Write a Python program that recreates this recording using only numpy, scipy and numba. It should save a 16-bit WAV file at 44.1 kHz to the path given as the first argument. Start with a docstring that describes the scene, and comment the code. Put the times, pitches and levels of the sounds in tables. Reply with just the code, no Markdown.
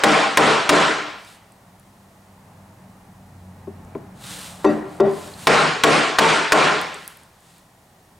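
"""A wooden mallet drives a chisel on a heavy bench in a hard-walled workshop: damped bench modes, a cracking
handle and a short reverberant tail. Softer knocks thud on the bench between bursts, from the same modes
driven lower. Filtered noise makes the ticking chips, the swishing sleeve, the steady air and, with an engine
tone, the traffic outside. A fast limiter flattens the blows, so the room's answer swells as the thud dies."""
import sys
import numpy as np
from scipy import signal
from scipy.fft import rfft, irfft, next_fast_len
from scipy.io import wavfile
from scipy.ndimage import uniform_filter1d, minimum_filter1d, map_coordinates
from numba import njit

SR = 44100
rng = np.random.default_rng(int(sys.argv[2]) if len(sys.argv) > 2 else 0)


def wav_record(signal):
    """Record a signal, one row per channel, as 16-bit PCM in the file named by sys.argv[1]."""
    frames = np.transpose(np.atleast_2d(signal))
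    bounded = np.clip(frames, -1, 1)
    # unit amplitude maps onto the largest positive 16-bit level
    quanta = np.round(bounded * 32767).astype(np.int16)
    wavfile.write(sys.argv[1], SR, quanta)


N = 361173

# modes of bench and board: (frequency [Hz], level under the chisel [dB], level under a blunt knock
# before its drive curve [dB], free decay time t60 [s])
BENCH_MODES = [(159.26, -8.5, -18, 0.32), (219, -6.5, -5, 0.23), (304.3, 3, -6.5, 0.16),
               (385.8, -1.5, 4.5, 0.11), (444.7, 0.5, -16, 0.16), (523.4, -4.5, -6, 0.082),
               (598.7, -5, -8, 0.18), (672.4, -4.5, -9, 0.17), (782.4, -7.5, -6.5, 0.19),
               (903, -3, -2, 0.1), (1057.7, 3.5, 4, 0.076), (1141, -10.5, -11, 0.14),
               (1374, -14.5, -11.5, 0.16), (1906, -18.5, -20, 0.29)]
# stereo width of the room's answer: (frequency [Hz], side minus mid [dB])
SHOP_WIDTH = [(60, -19), (110, -10), (200, -14), (380, -7.5), (700, -8.5), (1290, -8.5), (2380, -10.5),
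              (4400, -13.5), (8120, -25), (15000, 5)]
# stereo width of the steady air and the traffic: (frequency [Hz], side minus mid [dB])
AIR_WIDTH = [(60, -35), (110, -49), (200, -27), (380, -9.5), (700, -12.5), (1290, -6), (2380, -3.5),
             (4400, -4), (8120, -14.5), (15000, -23.5)]


def amp(db):
    """Decibels to amplitude: 20 dB is a factor of ten."""
    return 10 ** (np.asarray(db) / 20)


def unit(x):
    """Scales a signal to an rms of 1."""
    return x / np.sqrt(np.mean(x ** 2) + 1e-20)


def along(points, hz):
    """Interpolates (frequency [Hz], value) points on a logarithmic frequency axis."""
    f, v = np.transpose(points)
    return np.interp(np.log(hz + 1), np.log(f + 1), v)


def curves(rows):
    """Linear interpolation in time: one value per sample for each column after the time."""
    s, *columns = np.transpose(rows)
    return [np.interp(np.arange(N) / SR, s, column) for column in columns]


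def wobble(rate):
    """A smooth random modulation: a spline through random knots, rate of them a second."""
    knots = rng.standard_normal(int(N * rate / SR) + 4)
    return map_coordinates(knots, [np.arange(N) * rate / SR])


def filtered(x, response):
    """Linear filtering: the spectrum of x times a complex response of frequency."""
    n = x.shape[-1]
    padded = next_fast_len(n + 8192)
    return irfft(rfft(x, padded) * response(np.fft.rfftfreq(padded, 1 / SR)), padded)[..., :n]


def causal(spectrum, size=4096):
    """Minimum phase: folding the cepstrum packs a spectrum's energy, here 1, as early as possible."""
    level_db = along(spectrum, np.fft.rfftfreq(size, 1 / SR))
    cepstrum = irfft(np.log(amp(level_db) + 1e-6))
    cepstrum[1:size // 2] *= 2
    cepstrum[size // 2 + 1:] = 0
    impulse = irfft(np.exp(rfft(cepstrum)))[:size // 2]
    return impulse / np.linalg.norm(impulse)


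def spread(pair, side):
    """Mid and side: two unrelated signals become left and right of the given width."""
    edge = filtered(pair[1], lambda hz: amp(along(side, hz)))
    return np.array([pair[0] + edge, pair[0] - edge])


def rush(spectrum, side):
    """Broadband stereo noise shaped by a spectrum, with an rms of 1."""
    noise = filtered(rng.standard_normal((2, N)), lambda hz: amp(along(spectrum, hz)))
    return unit(spread(noise, side))


def add(out, s, x):
    """Superposition: mixes x into out from time s [s] on; what falls before the start is cut."""
    k = round(s * SR)
    x = x[:, max(-k, 0):N - k]
    out[:, max(k, 0):][:, :x.shape[1]] += x


def ring(hz, db, t60, t, rise_cycles, shift, scatter_db, blur, lag):
    """Modal synthesis: damped sines build up over a number of cycles, low modes more slowly, and decay.

    Each strike scatters level and pitch; a random phase walk blurs the tone as close neighbours would.
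    More lag means a later build-up."""
    level_luck, pitch_luck, phase_luck = rng.standard_normal((3, len(hz), 1))
    steps = rng.standard_normal((len(hz), len(t) // 64 + 1))  # one step every 64 samples
    drift = blur * np.sqrt(hz / SR) * np.cumsum(steps, axis=1)
    drift = np.repeat(drift, 64, axis=1)[:, :len(t)]
    drift = uniform_filter1d(drift, size=128, axis=1)
    swing = np.sin(2 * np.pi * hz * (1 + shift * pitch_luck) * t + 3 * phase_luck + drift)
    decay = amp(db + scatter_db * level_luck - 60 * t / t60)
    build_up = (1 - np.exp(-t * hz / rise_cycles)) ** lag
    return np.sum(decay * build_up * swing, axis=0)


def snap(db, t, t60):
    """Impact noise: wood meeting wood gives a dry burst that holds briefly and then decays."""
    # wood on wood, heard directly: (frequency [Hz], level [dB])
    wood = [(200, -14), (1500, 3.5), (4000, -5), (9000, -14), (12000, -23.5), (15500, -25.5)]
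    hold, onset = 0.0087, 0.0011  # s
    grit = filtered(rng.standard_normal(len(t)), lambda f: amp(along(wood, f)))
    return amp(db - 60 * np.maximum(t - hold, 0) / t60) * (1 - np.exp(-t / onset)) * grit


def handle(f):
    """Resonance: broad modes of mallet and handle add to the direct response around each peak."""
    # modes of mallet and handle: (frequency [Hz], width [Hz], gain of the isolated peak [dB])
    peaks = [(407, 34, 3), (1062, 87, 1), (1393, 72, 3.5), (1864, 72, 1), (2360, 89, 2), (4290, 330, -0.5),
             (8600, 510, -1.5)]
    return 1 + sum((amp(db) - 1) * 1j * f * w / (c * c - f * f + 1j * f * w) for c, w, db in peaks)


def patches(shape, depth_db):
    """Uneven decay: a random gain field, smooth over neighbouring frequencies and moments."""
    field = uniform_filter1d(rng.standard_normal(shape), size=3, axis=0)
    field = uniform_filter1d(field, size=12, axis=1)
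    return amp(depth_db * unit(field))


def shop(x, wet_db):
    """Reverberation: the walls' answer builds up, then each frequency dies at its own speed among clutter."""
    # decay time of the room: (frequency [Hz], t60 [s])
    decay = [(150, 0.65), (500, 0.65), (2000, 0.82), (5000, 0.86), (9000, 0.67), (13000, 0.34)]
    build_up = 0.0022  # s
    hz, t, z = signal.stft(rng.standard_normal((2, SR + SR // 2)), SR, nperseg=256)
    z = z * patches(z.shape[1:], depth_db=1.65)
    z = z * amp(-60 * t / along(decay, hz)[:, None])
    tail = signal.istft(z, SR, nperseg=256)[1]
    tail = tail * (1 - np.exp(-np.arange(tail.shape[1]) / SR / build_up))
    tail = spread(tail / np.linalg.norm(tail[0]), SHOP_WIDTH)
    return amp(wet_db) * signal.fftconvolve(x[None], tail, axes=1)


def leaning(x):
    """Interchannel level difference: the bench stands to the left, with a balance set by frequency."""
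    # balance of the bench: (frequency [Hz], left minus right [dB])
    lean = [(60, 5), (110, 3), (200, 2), (380, 2.0), (700, 1.5), (1290, 1), (2380, -0.5), (4400, -1),
            (8120, 3), (15000, -1.5)]
    return filtered(x, lambda f: amp(along(lean, f) / 2 * np.array([[1], [-1]])))


def mallet():
    """Impact excitation: each blow snaps on the handle and rings the bench; the shop answers its crack."""
    # blows on the chisel: (time [s], thud gain [dB], snap gain [dB], extra crack treble at 8 kHz [dB])
    blows = [(-.3, 7.5, 10.5, -0.5), (0.036, 8.5, 9, 2), (.372, 8.5, 10, 1.5), (.692, 5, 11, 1),
             (5.470, 6, 7.5, 2), (5.836, 6.5, 9, 3), (6.186, 5.5, 13, 3), (6.521, 6, 13.5, 0.5)]
    # crack of mallet on handle, relative spectrum: (frequency [Hz], level [dB per Hz])
    crack_curve = [(35, -70.5), (100, -24), (156, -5), (200, -8), (420, -0.5), (1350, -2), (2600, -8.5),
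                   (4200, -14.5), (6000, -21.5), (8600, -23), (9800, -30), (11000, -39), (15500, -51.5)]
    crack_db, thud_wet_db = 29.5, -10  # into the room: the crack; the thud against its direct level
    out, t = np.zeros((2, N)), np.arange(SR // 2) / SR
    hz, db, _, t60 = np.transpose(BENCH_MODES)[:, :, None]
    for s, thud_db, snap_db, treble_db in blows:
        thud = amp(thud_db) * ring(hz, db, t60, t, rise_cycles=10.9, shift=0.015,
                                   scatter_db=3.0, blur=3.87, lag=1.11)
        colour = causal([(f, level + treble_db * f / 8000) for f, level in crack_curve])
        crack = filtered(np.pad(colour, (0, len(t)))[:len(t)], handle)
        direct = thud + snap(snap_db, t, t60=0.031)
        add(out, s, direct * np.ones((2, 1)))
        add(out, s, shop(crack + amp(thud_wet_db - crack_db) * thud, wet_db=crack_db))
    return leaning(out)


def traffic():
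    """Tone plus noise: a passing vehicle outside gives a wavering engine note, rumble and tyre roar."""
    # passing vehicle, before wavering: (time [s], engine pitch [Hz], engine note [dB], rumble [dB],
    # tyre roar [dB])
    passage = [(1.3, 98, -63, -57.5, -54.5), (2, 97.6, -58, -54.5, -56.5), (2.6, 95.5, -53, -53, -52.5),
               (3.15, 93, -55, -50.5, -54), (3.4, 92, -42.5, -50, -54), (3.95, 92, -45, -43.5, -49.5),
               (4.2, 91, -54.5, -45.5, -51), (4.6, 90.8, -55, -43.5, -46), (5.5, 88, -50, -48, -48),
               (7.3, 88, -80, -62, -58)]
    # relative noise spectra of rumble and of tyres: (frequency [Hz], level [dB per Hz])
    rumble = [(15, -82.5), (25, -16.5), (97, -5), (119, -1.5), (193, -2.5), (349, -17), (450, -21.5),
              (580, -47), (990, -120)]
    tyres = [(240, -26), (400, -15.5), (502, -8.5), (812, -4), (1550, -17), (1940, -18.5), (3000, -28.5),
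             (3900, -77), (6600, -120)]
    octave_db = -2  # the engine's octave against the rumble
    hz, note_db, rumble_db, tyre_db = curves(passage)
    turn = 2 * np.pi * np.cumsum(hz + .9 * wobble(12)) / SR
    note = amp(note_db + 1.1 * wobble(8.7)) * np.sin(turn)
    octave = amp(rumble_db + octave_db + 2.5 * wobble(12)) * np.sin(2 * turn)
    low = amp(rumble_db + 1.7 * wobble(3.1)) * rush(rumble, AIR_WIDTH)
    return note + octave + low + amp(tyre_db) * rush(tyres, AIR_WIDTH)


def air():
    """Stationary noise: the still air of the shop and equipment hiss share one steady spectrum."""
    # relative spectrum of air and hiss: (frequency [Hz], level [dB per Hz])
    floor = [(15, -38), (25, -3), (110, 3.5), (361, -4), (402, -1), (485, -13), (951, -9.5), (1210, -12.5),
             (1680, -15.5), (1870, -9), (2080, -16.5), (4080, -16), (4540, -17.5), (8680, -16.5),
             (15700, -22.5)]
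    return amp(-56.5) * rush(floor, AIR_WIDTH)


def sleeve():
    """Friction noise: cloth rubs on cloth in small grains while each stroke of the arm swells and fades."""
    # strokes of the arm: (start [s], loudest moment [s], end [s], peak before the grain [dB])
    strokes = [(1.15, 1.319, 1.4, -50.5), (4.191, 4.339, 4.62, -36), (4.6, 4.68, 4.84, -50),
               (4.83, 4.943, 5.05, -53), (5.05, 5.244, 5.37, -42), (5.34, 5.45, 5.5, -39),
               (6.8, 7.0, 7.3, -51.5), (7.35, 7.52, 7.68, -57)]
    # relative spectrum of the rubbing cloth: (frequency [Hz], level [dB per Hz])
    cloth = [(180, -47), (300, -1.5), (385, -18.5), (477, -2), (572, -10), (746, -7), (1110, -5.5),
             (1520, -5), (2150, -7), (3910, -4.5), (5620, -10), (8650, -6), (15700, -22.5)]
    edge_db, bend = -16, 2.3  # start and end against the peak; how late the level drops there
    t, stroke = np.arange(N) / SR, 0
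    for start, top, end, db in strokes:
        away = np.maximum((top - t) / (top - start), (t - top) / (end - top))
        stroke = stroke + amp(db + edge_db * away ** bend)
    grain = amp(0.71 * wobble(43) + 0.92 * wobble(300))
    return stroke * grain * rush(cloth, SHOP_WIDTH)


def chips():
    """Resonant filtering: a light chip's click is a short spatter of noise through one resonance, twice."""
    # chips and small ticks: (time [s], direct peak [dB], pitch [Hz], width [share of the pitch])
    ticks = [(1.249, -36, 6980, .8), (1.521, -42.5, 8500, .6), (1.797, -40.5, 9920, 0.54),
             (3.849, -45, 6500, .6), (3.948, -43, 2310, 0.1), (4.239, -33, 3840, 0.078),
             (5.339, -33, 4170, 0.16), (6.8144, -22, 9330, 0.44), (6.9435, -28, 8000, 0.27),
             (7.0779, -14, 9530, 0.65), (7.1716, -33.5, 12030, 0.47), (7.2343, -39, 9000, 0.62),
             (7.405, -46, 8000, .8), (7.5818, -41.5, 9900, 0.73)]
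    out, t = np.zeros((2, N)), np.arange(SR // 20) / SR
    for s, db, hz, width in ticks:
        noise = amp(-60 * t / 0.0063) * rng.standard_normal(len(t))
        click = filtered(noise, lambda f: (1j * f * width * hz / (hz * hz - f * f + 1j * f * width * hz)) ** 2)
        click = amp(db) * click / np.abs(click).max()
        add(out, s, click * np.ones((2, 1)))
        add(out, s, shop(click, wet_db=-12.5))
    return out


def knocks():
    """Selective excitation: a blunt knock drives the low bench modes and makes loose tools chatter."""
    # knocks on the bench top: (time [s], thud gain [dB], direct push gain [dB], snap gain [dB],
    # first rattle gain [dB], best-driven pitch [Hz], fall-off [dB per octave], build-up [cycles],
    # ring length [share of the free bench])
    strikes = [(3.672, -22.5, -8, -62, -70, 322, 11.5, 2.7, 0.65),
               (3.9522, -15.5, 5.5, -50.5, -70, 303, 11.5, 1.2, 0.62),
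               (4.645, 12.5, 22, -22.5, -22.5, 240, 6.5, 9.6, 0.9),
               (5, 11.5, 19.5, -22.5, -36, 265, 8, 9.1, .8)]
    # loose tools on the bench: (frequency [Hz], level [dB], decay time t60 [s])
    steel = [(2620, 5.5, 0.056), (3640, -2, 0.054), (4640, -12, 0.12), (6000, -15, 0.069),
             (7300, -14, 0.057)]
    room_push_db = 28  # air pushed into the room by the bench face, over the thud
    out, t = np.zeros((2, N)), np.arange(SR // 2) / SR
    hz, _, db, t60 = np.transpose(BENCH_MODES)[:, :, None]
    # the broad face of the bench pushes the air once
    push = filtered(1. * (t == 0), lambda f: (1j * f / (260 + 1j * f)) ** 2 / (1 + 1j * f / 1400) ** 4)
    for s, thud_db, push_db, snap_db, rattle_db, best_hz, fall_db, rise, share in strikes:
        drive_db = -fall_db * np.abs(np.log2(hz / best_hz))
        thud = amp(thud_db) * ring(hz, db + drive_db, share * t60, t, rise, shift=0.014,
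                                   scatter_db=4.0, blur=3.36, lag=1.7)
        click = snap(snap_db, t, t60=0.02)
        add(out, s, (thud + click + amp(push_db) * push) * amp([[.6], [-.6]]))  # slightly left
        add(out, s, shop(thud + amp(7.0) * click + amp(thud_db + room_push_db) * push, wet_db=-13.0))
        for bounce in range(4):  # the tools jump and touch down again, each time weaker
            chink = ring(*np.transpose(steel)[:, :, None], t, rise_cycles=11.0, shift=0.0049,
                         scatter_db=4.0, blur=2.7, lag=1.1)
            touch = s + 0.0059 + 0.02 * (bounce + .6 * rng.random())
            add(out, touch, amp(rattle_db - 6.7 * bounce) * chink * np.ones((2, 1)))
    return leaning(out)


def scene():
    """Superposition: the sources sound together and simply add."""
    return mallet() + traffic() + air() + sleeve() + chips() + knocks()


@njit
def follow(level, rise, fall):
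    """Envelope following: one-pole smoothing, quick to rise and slower to fall."""
    out, held = np.empty_like(level), level[0]
    for i in range(len(level)):
        held += (level[i] - held) * (rise if level[i] > held else fall)
        out[i] = held
    return out


def record(dry):
    """Dynamic compression: a limiter holds loud sound down, soft clipping catches overshoot, then a band limit."""
    attack, release = 0.0011, 0.012  # s
    ceiling_db, top_hz = -5, 15850
    ahead = -minimum_filter1d(-np.abs(dry).max(axis=0), size=31)  # it looks a moment ahead
    level = follow(ahead, 1 / (attack * SR), 1 / (release * SR))
    held = dry / (1 + (level / amp(ceiling_db)) ** 3) ** (0.94 / 3)
    clipped = held / (1 + np.abs(held / .95) ** 4) ** (1 / 4)
    return filtered(clipped, lambda hz: hz < top_hz)


dry = scene()
out = record(dry)
wav_record(out)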